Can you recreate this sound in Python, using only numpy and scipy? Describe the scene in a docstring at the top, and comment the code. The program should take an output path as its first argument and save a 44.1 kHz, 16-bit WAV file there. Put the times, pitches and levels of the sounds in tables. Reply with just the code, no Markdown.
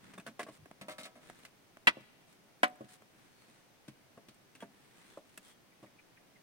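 """Sticks worked into a gate

Dry sticks knock, chatter and skid on a lashed wooden gate, close by; twice one is struck home hard.
Each impact excites the bending modes of the wood and the dense, short ring of the whole bundle.
Friction of bark and cloth rustles and rasps between the knocks, and a rock face reflects a faint tail.
A far bird chirps and a thin twitter flickers over the quiet outdoor air."""
import sys
import numpy as np
from scipy import signal
from scipy.fft import rfft, irfft, next_fast_len
from scipy.io import wavfile
from scipy.ndimage import uniform_filter1d

SR = 44100
rng = np.random.default_rng(int(sys.argv[2]) if len(sys.argv) > 2 else 0)


def to_wav(s):
    """Save 16-bit WAV."""
    ch = np.atleast_2d(s).T  # columns
    pcm = np.round(np.clip(ch, -1, 1) * 32767)  # PCM
    wavfile.write(sys.argv[1], SR, pcm.astype(np.int16))


N = 283384

# left-right coherence of diffuse sound and of the near wood: (frequency [Hz], coherence [0-1])
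AIR_COHERENCE = [(40, 0.2), (150, 0.32), (500, 0.29), (1500, 0.08), (4000, 0), (15000, 0)]
WOOD_COHERENCE = [(150, 0.89), (700, 0.98), (2000, 0.36), (4000, 0.41), (12000, 0.21)]


def amp(db):
    """Amplitude ratio of a level in decibels."""
    return 10 ** (np.asarray(db) / 20)


def unit(x):
    """Normalisation to a mean energy of 1 per channel."""
    return x / np.sqrt(np.sum(x ** 2) / 2 + 1e-30)


def read(points, hz):
    """Interpolation of (frequency [Hz], value) points on a logarithmic frequency axis."""
    f, value = np.transpose(points)
    return np.interp(np.log(hz + 1), np.log(f + 1), value)


def add(mix, s, sound):
    """Superposition: a stereo sound joins the mix at time s."""
    part = mix[:, max(round(s * SR), 0):][:, :sound.shape[1]]
    part += sound[:, :part.shape[1]]


def noise(spectrum, coherence, size):
    """Partially coherent stereo noise with a spectrum of (frequency [Hz], density [dB]) points."""
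    hz = np.fft.rfftfreq(size, 1 / SR)
    a, b = rfft(rng.standard_normal((2, size)))
    same = np.clip(read(coherence, hz), 0, 1)
    mid, side = np.sqrt(1 + same) * a, np.sqrt(1 - same) * b
    return irfft(np.array([mid + side, mid - side]) * amp(read(spectrum, hz)), size)


def crackle(rate, size, life_s):
    """Shot-noise envelope: random catches of uneven strength, each decaying exponentially."""
    catches = (rng.random(size) < rate / SR) * rng.exponential(1, size)
    return signal.lfilter([1], [1, -np.exp(-1 / (life_s * SR))], catches)


def die_away(x, t60s, frame, hold_s=0, damping=1):
    """Frequency-dependent damping: after hold_s, each frequency decays at its own rate."""
    hz, t, spectra = signal.stft(x, SR, nperseg=frame)
    decay = amp(-60 * damping * np.maximum(t - hold_s, 0) / read(t60s, hz)[:, None])
    return signal.istft(spectra * decay, SR, nperseg=frame)[1][:, :x.shape[1]]


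def equalise(x, band_db, left_lag_ms=0):
    """A minimum-phase filter sets five band energies, each given as the rms level of a 10 ms burst."""
    # band centres: (thud [Hz], body [Hz], clack [Hz], crack [Hz], tick [Hz])
    bands_hz = [200, 650, 1800, 4000, 9500]
    size = next_fast_len(2 * x.shape[1], True)
    hz, spectrum = np.fft.rfftfreq(size, 1 / SR), rfft(x, size)
    shares = np.array([np.interp(np.log(hz + 1), np.log(bands_hz), row) for row in np.eye(5)])
    power = (abs(spectrum) ** 2).mean(0) * 2 / size / (SR / 100)
    gain_db = np.zeros(len(hz))
    for _ in range(3):  # the bands overlap, so the gains settle by iteration
        reached_db = 10 * np.log10(shares ** 2 @ (power * amp(gain_db) ** 2) + 1e-30)
        gain_db += (band_db - reached_db) @ shares
    cepstrum = irfft(np.log(amp(gain_db)), size)
    spectrum *= np.exp(rfft(2 * cepstrum[:size // 2], size) - cepstrum[0])
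    spectrum[0] *= np.exp(-2j * np.pi * hz * left_lag_ms / 1000)
    return irfft(spectrum, size)[:, :x.shape[1]]


def air(db=-64.5):
    """Quiet outdoor air: a diffuse field of stationary noise."""
    # ambient spectrum: (frequency [Hz], density [dB])
    spectrum = [(20, -6.5), (42, -22), (70, -8.5), (125, 0.5), (290, 0), (450, -4), (700, -4.5), (1100, -9),
                (2200, -10), (4000, -15), (6300, -17), (7100, -21), (9300, -19), (11500, -23.5),
                (15800, -21.5)]
    return amp(db) * np.sqrt(N) * unit(noise(spectrum, AIR_COHERENCE, N))


def twitter(db=-83, hz=6250, flickers_per_s=7):
    """Very distant birds or insects: narrow-band noise under random amplitude modulation."""
    marks = np.arange(0, N / SR + 1, 1 / flickers_per_s)
    flicker = np.interp(np.arange(N) / SR, marks, rng.random(len(marks)) ** 2)
    band = [(.85 * hz, -40), (.96 * hz, 0), (1.03 * hz, 0), (1.1 * hz, -45)]
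    return amp(db) * flicker * np.sqrt(N) * unit(noise(band, AIR_COHERENCE, N))


def bird(length_s=.0181, fall=.278, blur_s=.0063, rasp=.084):
    """Falling chirps, roughened by frequency jitter and blurred by multipath scattering."""
    # calls: (time [s], level [dB], starting pitch [Hz])
    chirps = [(5.715, -70, 2300), (5.857, -66, 2510), (5.983, -61, 2566), (6.165, -64, 2500),
              (6.353, -65.5, 2435)]
    out, t = np.zeros((2, N)), np.arange(2048) / SR
    progress = np.clip(t / length_s, 0, 1)
    for s, db, hz in chirps:
        jitter = rasp * uniform_filter1d(rng.standard_normal(len(t)), size=36) * np.sqrt(36)
        pitch_hz = hz * (1 - fall * progress + jitter)
        chirp = np.sin(np.pi * progress) * np.sin(2 * np.pi * np.cumsum(pitch_hz) / SR)
        paths = rng.standard_normal((2, len(t))) * np.exp(-t / blur_s)
        scattered = signal.fftconvolve(paths, chirp[None], axes=1)
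        add(out, s, amp(db) * np.sqrt(length_s * SR) * unit(scattered))
    return out


def rock(x, echo_db=-35, build_s=.023):
    """Reverberation: reflections from the rock face and its hollows merge into a faint tail."""
    # reverberation times: (frequency [Hz], T60 [s])
    t60s = [(150, 2.1), (700, 0.4), (2500, 1.2), (5000, 0.9), (12000, 0.11)]
    colour = [(80, -6), (250, 0), (700, 4.5), (2000, -10), (2700, -9), (3400, -5.5), (5000, -2),
              (15000, -16.5)]
    tail = die_away(noise(colour, AIR_COHERENCE, SR), t60s, frame=256)
    tail *= 1 - np.exp(-np.arange(SR) / SR / build_s)
    return amp(echo_db) * signal.fftconvolve(x, unit(tail), axes=1)[:, :N]


def low_swell(s=.572, length_s=.11, db=-62):
    """A soft swell of low-frequency noise rises and fades once."""
    swell = np.sin(np.pi * np.clip((np.arange(N) / SR - s) / length_s, 0, 1))
    colour = [(30, -25), (55, -14), (90, 0), (150, -1), (300, -20), (2000, -50)]
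    return amp(db) * swell * np.sqrt(N) * unit(noise(colour, WOOD_COHERENCE, N))


def rasps(width=.05, size=16384):
    """Stick-slip friction: bark drawn under the lashing excites one narrow resonance."""
    # pulls: (time [s], length [s], resonance [Hz], level [dB])
    pulls = [(3.3, .22, 4400, -75.5), (5.056, 0.17, 3400, -74), (5.422, 0.15, 3270, -69)]
    out = np.zeros((2, N))
    near, far = 1 + width, 1 + 4 * width
    for s, length, hz, db in pulls:
        swell = np.sin(np.pi * np.clip(np.arange(size) / SR / length, 0, 1))
        band = [(hz / far, -30), (hz / near, -8), (hz, 0), (hz * near, -8), (hz * far, -30)]
        add(out, s, amp(db) * swell * np.sqrt(size) * unit(noise(band, AIR_COHERENCE, size)))
    return out


def snaps(fade_s=.004, size=1024):
    """Brittle fracture: a twig or flake of bark snaps with one bright, dry tick."""
    # fractures: (time [s], level [dB])
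    fractures = [(1.298, -64), (2.679, -64), (2.699, -70), (2.757, -71), (4.345, -69), (5.376, -51.5)]
    colour = [(500, -32), (2500, -3.5), (6000, -14), (8200, 9), (9800, -1), (12000, -1), (16000, -14)]
    out = np.zeros((2, N))
    for s, db in fractures:
        tick = noise(colour, WOOD_COHERENCE, size) * np.exp(-np.arange(size) / SR / fade_s)
        add(out, s, amp(db) * np.sqrt(SR / 100) * unit(tick))
    return out


def rubs(grain=2.4, size=16384):
    """Sliding friction of bark and cloth: a grainy hiss swells and fades, with twig ticks in it."""
    # strokes: (time [s], nominal length [s], strength [dB], brightness [dB])
    strokes = [(0, .11, -57, -5), (.521, .058, -63.5, 5), (1.214, .11, -57, -2), (1.33, .14, -58.5, -0.5),
               (2.278, .076, -67, 4), (2.89, .072, -59.5, 6.5), (3.13, .16, -63.5, -2),
               (3.306, .31, -61, 0.5), (4.721, .37, -61, 0), (4.929, .23, -57, 0.5), (5.21, .21, -66, 3.5),
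               (5.426, .098, -61, 6.5)]
    # thud to tick band: levels [dB], and what one dB of brightness adds
    colour_db, brightening = np.array([-1, -4.5, .5, -2, -2]), np.array([-1.2, -.24, -.1, .41, .85])
    spectrum = [(50, -30), (170, -1.5), (600, .5), (3050, -9), (3350, -8.5), (3650, -6.5), (4600, -10),
                (6500, -10), (9000, -1.5), (12000, -15.5), (16000, -14)]
    out = np.zeros((2, N))
    for s, length, db, bright_db in strokes:
        progress = np.clip(np.arange(size) / min(1.29 * length * SR, size), 0, 1)
        swell = (4 * progress * (1 - progress)) ** .75
        catches = np.exp(grain * uniform_filter1d(rng.standard_normal(size), size=100))
        twigs = .7 * crackle(120, size, life_s=.002)
        hiss = noise(spectrum, AIR_COHERENCE, size) * swell * (catches + twigs)
        add(out, s - .012, equalise(hiss, db + colour_db + bright_db * brightening))
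    return out


def bending_ring(modes, t, free_s, damping, detune):
    """Modal vibration: damped sinusoids, each detuned at random by the grip."""
    hz, db, t60 = np.transpose(modes)[:, :, None]
    shift, phase, skew = rng.standard_normal((3, len(modes), 1))
    angle = 2 * np.pi * (hz * (1 + detune * shift) * t + phase)
    spread = .34 * skew * np.arccos(np.clip(read(WOOD_COHERENCE, hz), 0, 1))
    decay = amp(db - 60 * damping * free_s / t60)
    return np.array([(decay * np.sin(angle + side * spread)).sum(0) for side in (-1, 1)])


def bundle_ring(chatter_s, damping, size):
    """Modal overlap: the bundle rings as uneven noise, fed during contact and decaying after it."""
    # response of the bundle: (frequency [Hz], density [dB])
    spectrum = [(40, -35), (90, -30), (160, -4.5), (270, 6), (420, -5.5), (680, -1.5), (1300, 3), (2400, 1),
                (4300, -10), (5600, -15), (7000, -20.5), (9200, -18.5), (12000, -42), (16000, -30.5)]
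    # its decay: (frequency [Hz], T60 [s])
    t60s = [(150, 0.25), (500, 0.083), (1500, 0.088), (4000, 0.091), (10000, 0.075)]
    ring = die_away(noise(spectrum, WOOD_COHERENCE, size), t60s, 128, chatter_s, damping)
    return ring * np.exp(2 * uniform_filter1d(rng.standard_normal(size), size=49))


def strike(s, band_db, chatter_s, modes, ring_db, tick_db, damping, detune, rise_s, impact, impact_s,
           catches, size, low_hz=90):
    """Impact excitation: a stick chatters on another, then its modes and the bundle ring freely."""
    # place of the hands along the gate: (time [s], lag of the left channel [ms])
    hands = [(.42, 0.04), (.5, -0.082), (.66, .16), (1.06, .14), (1.3, .03), (1.87, .205), (2.63, .28),
             (2.82, 0.4), (3.02, -0.14), (4.62, -.05), (5.8, 0.032)]
    t = np.arange(size) / SR
    free_s = np.maximum(t - chatter_s, 0)  # time since the contact ended
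    ring = bending_ring(modes, t, free_s, damping, detune)
    bundle = bundle_ring(chatter_s, damping, size)
    force = (1 - np.exp(-t / rise_s)) * (1 + impact * np.exp(-t / impact_s))  # hardest at first
    force *= 1 + .2 * crackle(220, size, life_s=.001) * (t < chatter_s)  # repeated contacts
    body = (unit(bundle) + amp(ring_db) * unit(ring)) * force
    first_touch = 1.5 * np.exp(-abs(t - .0014) / .001)
    bark = catches * crackle(300, size, life_s=.0006) * np.exp(-free_s / .0067)
    tick_colour = [(300, 9.5), (2000, 2.5), (6000, -13), (9200, 3.5), (16000, -24)]
    ticks = noise(tick_colour, WOOD_COHERENCE, size) * (first_touch + bark)
    # thin wood radiates almost no deep bass
    radiation = signal.butter(3, low_hz, "high", fs=SR, output="sos")
    sound = signal.sosfilt(radiation, body + amp(tick_db) * unit(ticks))
    return s, equalise(sound, band_db, left_lag_ms=np.interp(s, *np.transpose(hands)))


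def contact(row, colour_db, modes, brief_s=.0028, **touch):
    """Contact stiffness: bare wood is bright, lashing dull; the briefest touches are damped most."""
    # gain per dB of hardness, in the bands of colour_db: (body, clack, crack, tick [dB/dB])
    hardening = (-1.06, -0.022, 0.75, 0.57)
    s, strength_db, hardness_db, thud_db, chatter_s = row  # the thud is the weight behind the stick
    shape_db = np.array(colour_db) + hardness_db * np.array(hardening)
    shape_db -= 10 * np.log10(np.sum(amp(shape_db) ** 2))
    grip = .83 + (brief_s / max(chatter_s, .001)) ** 2
    return strike(s, np.r_[thud_db, strength_db + shape_db], chatter_s, modes, damping=grip, **touch)


def bumps(bounce_s=.037):
    """Dull impacts excite the frame's low modes; after each blow it falls back and rebounds once."""
    # bumps: (time [s], strength [dB], hardness [dB], thud [dB], chatter [s])
    hits = [(.486, -51.5, -6, -53.5, .014), (3.88, -52.5, -1, -46.5, 0.0071),
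            (4.285, -56.5, 3.5, -56, 0.0081), (5.172, -45.5, -12.5, -56, 0.0069),
            (5.828, -53, -7.5, -53.5, 0.015)]
    # falls against the lashing: (time [s], strength [dB])
    falls = [(1.968, -49.5), (2.807, -46)]
    # modes of the frame: (frequency [Hz], level [dB], T60 [s])
    modes = [(131, -9, 0.15), (209.5, -6.5, 0.13), (315, -3.5, 0.068), (392, -14, 0.072), (568, -8, 0.059),
             (625, -12, 0.11), (1104, -12, 0.07), (1200, -14, 0.081)]
    out, rows = np.zeros((2, N)), list(hits)
    for s, db in falls:
        rows += [(s, db, -14, db - 1, .0099), (s + bounce_s, db - 17.5, 0, db - 9.5, .004)]
    for row in rows:
        add(out, *contact(row, (.5, -1.5, -1, -3), modes, ring_db=2, tick_db=-27, detune=.022,
                          rise_s=.00032, impact=.42, impact_s=.007, catches=1, size=5120))
    return out


def skids():
    """Intermittent contact: a stick skids along the loose rail and excites its lightly damped modes."""
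    # skids: (time [s], strength [dB], hardness [dB], thud [dB], chatter [s])
    hits = [(0.812, -46.5, 2, -48.5, 0.0099), (0.883, -40, -2.5, -52, 0.014), (0.904, -46.5, 4, -72, 0.022),
            (.982, -43, 2.5, -52.5, 0.032), (1.032, -47, 12, -89, 0.017), (1.053, -46.5, 2, -59, .011),
            (1.155, -54, -4, -59, 0.025)]
    # modes of the rail: (frequency [Hz], level [dB], T60 [s])
    modes = [(516.4, -9, 0.37), (594, -2.5, 0.14), (632, 0, 0.22), (738, -7, 0.32), (970, -12, 0.5),
             (1140, -10, 0.23), (1296, -6, 0.24), (1670, -8, 0.13), (2136, -6, 0.1), (2480, -15, 0.13),
             (2760, -23, .1), (3770, -10, 0.047), (4300, -17, .06)]
    out = np.zeros((2, N))
    for row in hits:
        add(out, *contact(row, (2.5, .5, -3, -4), modes, ring_db=2.5, tick_db=-18.5, detune=.016,
                          rise_s=.0004, impact=.3, impact_s=.0082, catches=1.6, size=8192))
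    return out


def taps(note_db=2, note_t60_s=.045):
    """A collision excites both bodies: the tapping stick adds its note to the modes of the upright."""
    # taps: (time [s], strength [dB], hardness [dB], thud [dB], chatter [s], stick note [Hz])
    hits = [(.135, -54, 1, -55, 0.011, 1250), (.178, -48, -2.5, -47.5, .008, 3500),
            (.197, -54, 1, -79, 0.0066, 2600), (0.264, -43.5, -2, -51, .016, 1500),
            (.279, -51, -5.5, -50.5, 0.0087, 680), (.393, -36, -4.5, -49.5, 0.018, 1950),
            (0.429, -48.5, 1, -56, .005, 1850), (.465, -49, -8, -62, 0.025, 1150),
            (0.657, -56.5, -6, -60, 0.0021, 1100), (.712, -54, -7, -56.5, 0.0017, 950),
            (1.298, -50.5, -5.5, -57.5, 0.0023, 1700), (1.45, -51, 5, -68.5, 0.0043, 2000),
            (1.77, -56, -4, -63.5, 0.0014, 750), (3.02, -61, -5.5, -67, 0.002, 620),
            (4.174, -54.5, -11.5, -56, 0.0088, 1100), (4.551, -57, 5.5, -61, 0.01, 2800),
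            (4.604, -53, 5.5, -63, .023, 3300), (4.624, -45, -10.5, -47, 0.011, 900),
            (5.375, -50.5, 2.5, -61, 0.0045, 2600)]
    # modes of the upright: (frequency [Hz], level [dB], T60 [s])
    upright = [(213, -18, 0.24), (417, -6, 0.13), (497, -2.5, 0.041), (605.5, -3, 0.12), (676, 2.5, 0.1),
               (930, -9, 0.044), (1103, 0, 0.04), (1398, -9.5, 0.038), (1645, -0.5, 0.058),
               (1857, -18.5, 0.049), (1960, -14, 0.037), (2107, -8, 0.04), (2440, -27, 0.076),
               (2870, -12, 0.025)]
    out = np.zeros((2, N))
    for *row, note_hz in hits:
        modes = [*upright, (note_hz, note_db, note_t60_s)]
        add(out, *contact(row, (-2, 1.5, -4, -3.5), modes, ring_db=1, tick_db=-24.5, detune=.027,
                          rise_s=.00077, impact=1.1, impact_s=.006, catches=1, size=5120))
    return out


def blows():
    """Hard impacts drive bending modes: a bright clack on the thin stick, a hollow one on the pole."""
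    # blows on stick and pole: (time [s], strength [dB], chatter [s])
    hits = [(1.8705, -17.5, .01), (2.6311, -21.5, .007)]
    # modes of the thin stick and the thick pole: (frequency [Hz], level [dB], T60 [s])
    stick = [(255, -15, .13), (603, -17, .09), (958, -8, .066), (1203, -12, .07), (1455, -10, .059),
             (1729, -6, .052), (1843, -7, .065), (1960, -2, .058), (2018, 1, .06), (2328, -4, .052),
             (2471, -5, .062), (2722, 0, .052), (2904, -7, .065), (3140, -7, .055), (3331, -9, .055),
             (3560, -13, .055), (3941, -10, .052), (4400, -16, .048)]
    pole = [(196, -16, .2), (254, -9, .16), (308, -8, .16), (517, -9, .11), (592, -4, .13), (740, 1, .135),
            (736, -27.5, 1.15), (953, -11, .1), (1034, -3, .08), (1196, -11, .11), (1265, -8, .11),
            (1470, -10, .085), (1663, -2, .06), (1947, -8, .07), (2250, -12, .055), (2465, -10, .065),
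            (3030, -14, .06), (3560, -16, .055)]
    # band levels, thud to tick
    stick_db, pole_db = np.array([-20, -12, .3, -5.2, -18]), np.array([-14.3, -2.2, -.5, -11.5, -17])
    out = np.zeros((2, N))
    s, db, chatter_s = hits[0]
    add(out, *strike(s, db + stick_db, chatter_s, stick, ring_db=3, tick_db=-9, damping=1.2, detune=0,
                     rise_s=.0011, impact=.2, impact_s=.009, catches=1.6, size=8192, low_hz=80))
    s, db, chatter_s = hits[1]
    add(out, *strike(s, db + pole_db, chatter_s, pole, ring_db=3, tick_db=-8.5, damping=.95, detune=0,
                     rise_s=.0011, impact=1, impact_s=.0068, catches=1.3, size=20480, low_hz=153))
    return out


def scene():
    """Superposition of the direct sound of the gate, its reverberation, the birds and the air."""
    wood = taps() + bumps() + skids() + blows() + rubs() + snaps() + rasps() + low_swell()
    return wood + rock(wood) + bird() + twitter() + air()


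def record(dry):
    """Frequency response: two microphone ports of unequal colour, then a 16 kHz band limit."""
    # (frequency [Hz], left over right [dB])
    balance = [(200, -.2), (800, .5), (2000, 0), (4000, .5), (7500, 3.5), (9300, -2.5), (12000, .5),
               (15000, 2)]
    tilt_db = read(balance, np.fft.rfftfreq(N, 1 / SR))
    ports = amp([tilt_db / 2, -tilt_db / 2])
    heard = irfft(rfft(dry) * ports / np.sqrt((ports ** 2).mean(0)), N)
    band_limit = signal.firwin(511, 16000, window=("kaiser", 9), fs=SR)
    return signal.oaconvolve(heard, band_limit[None], "same")


dry = scene()
out = record(dry)
to_wav(out)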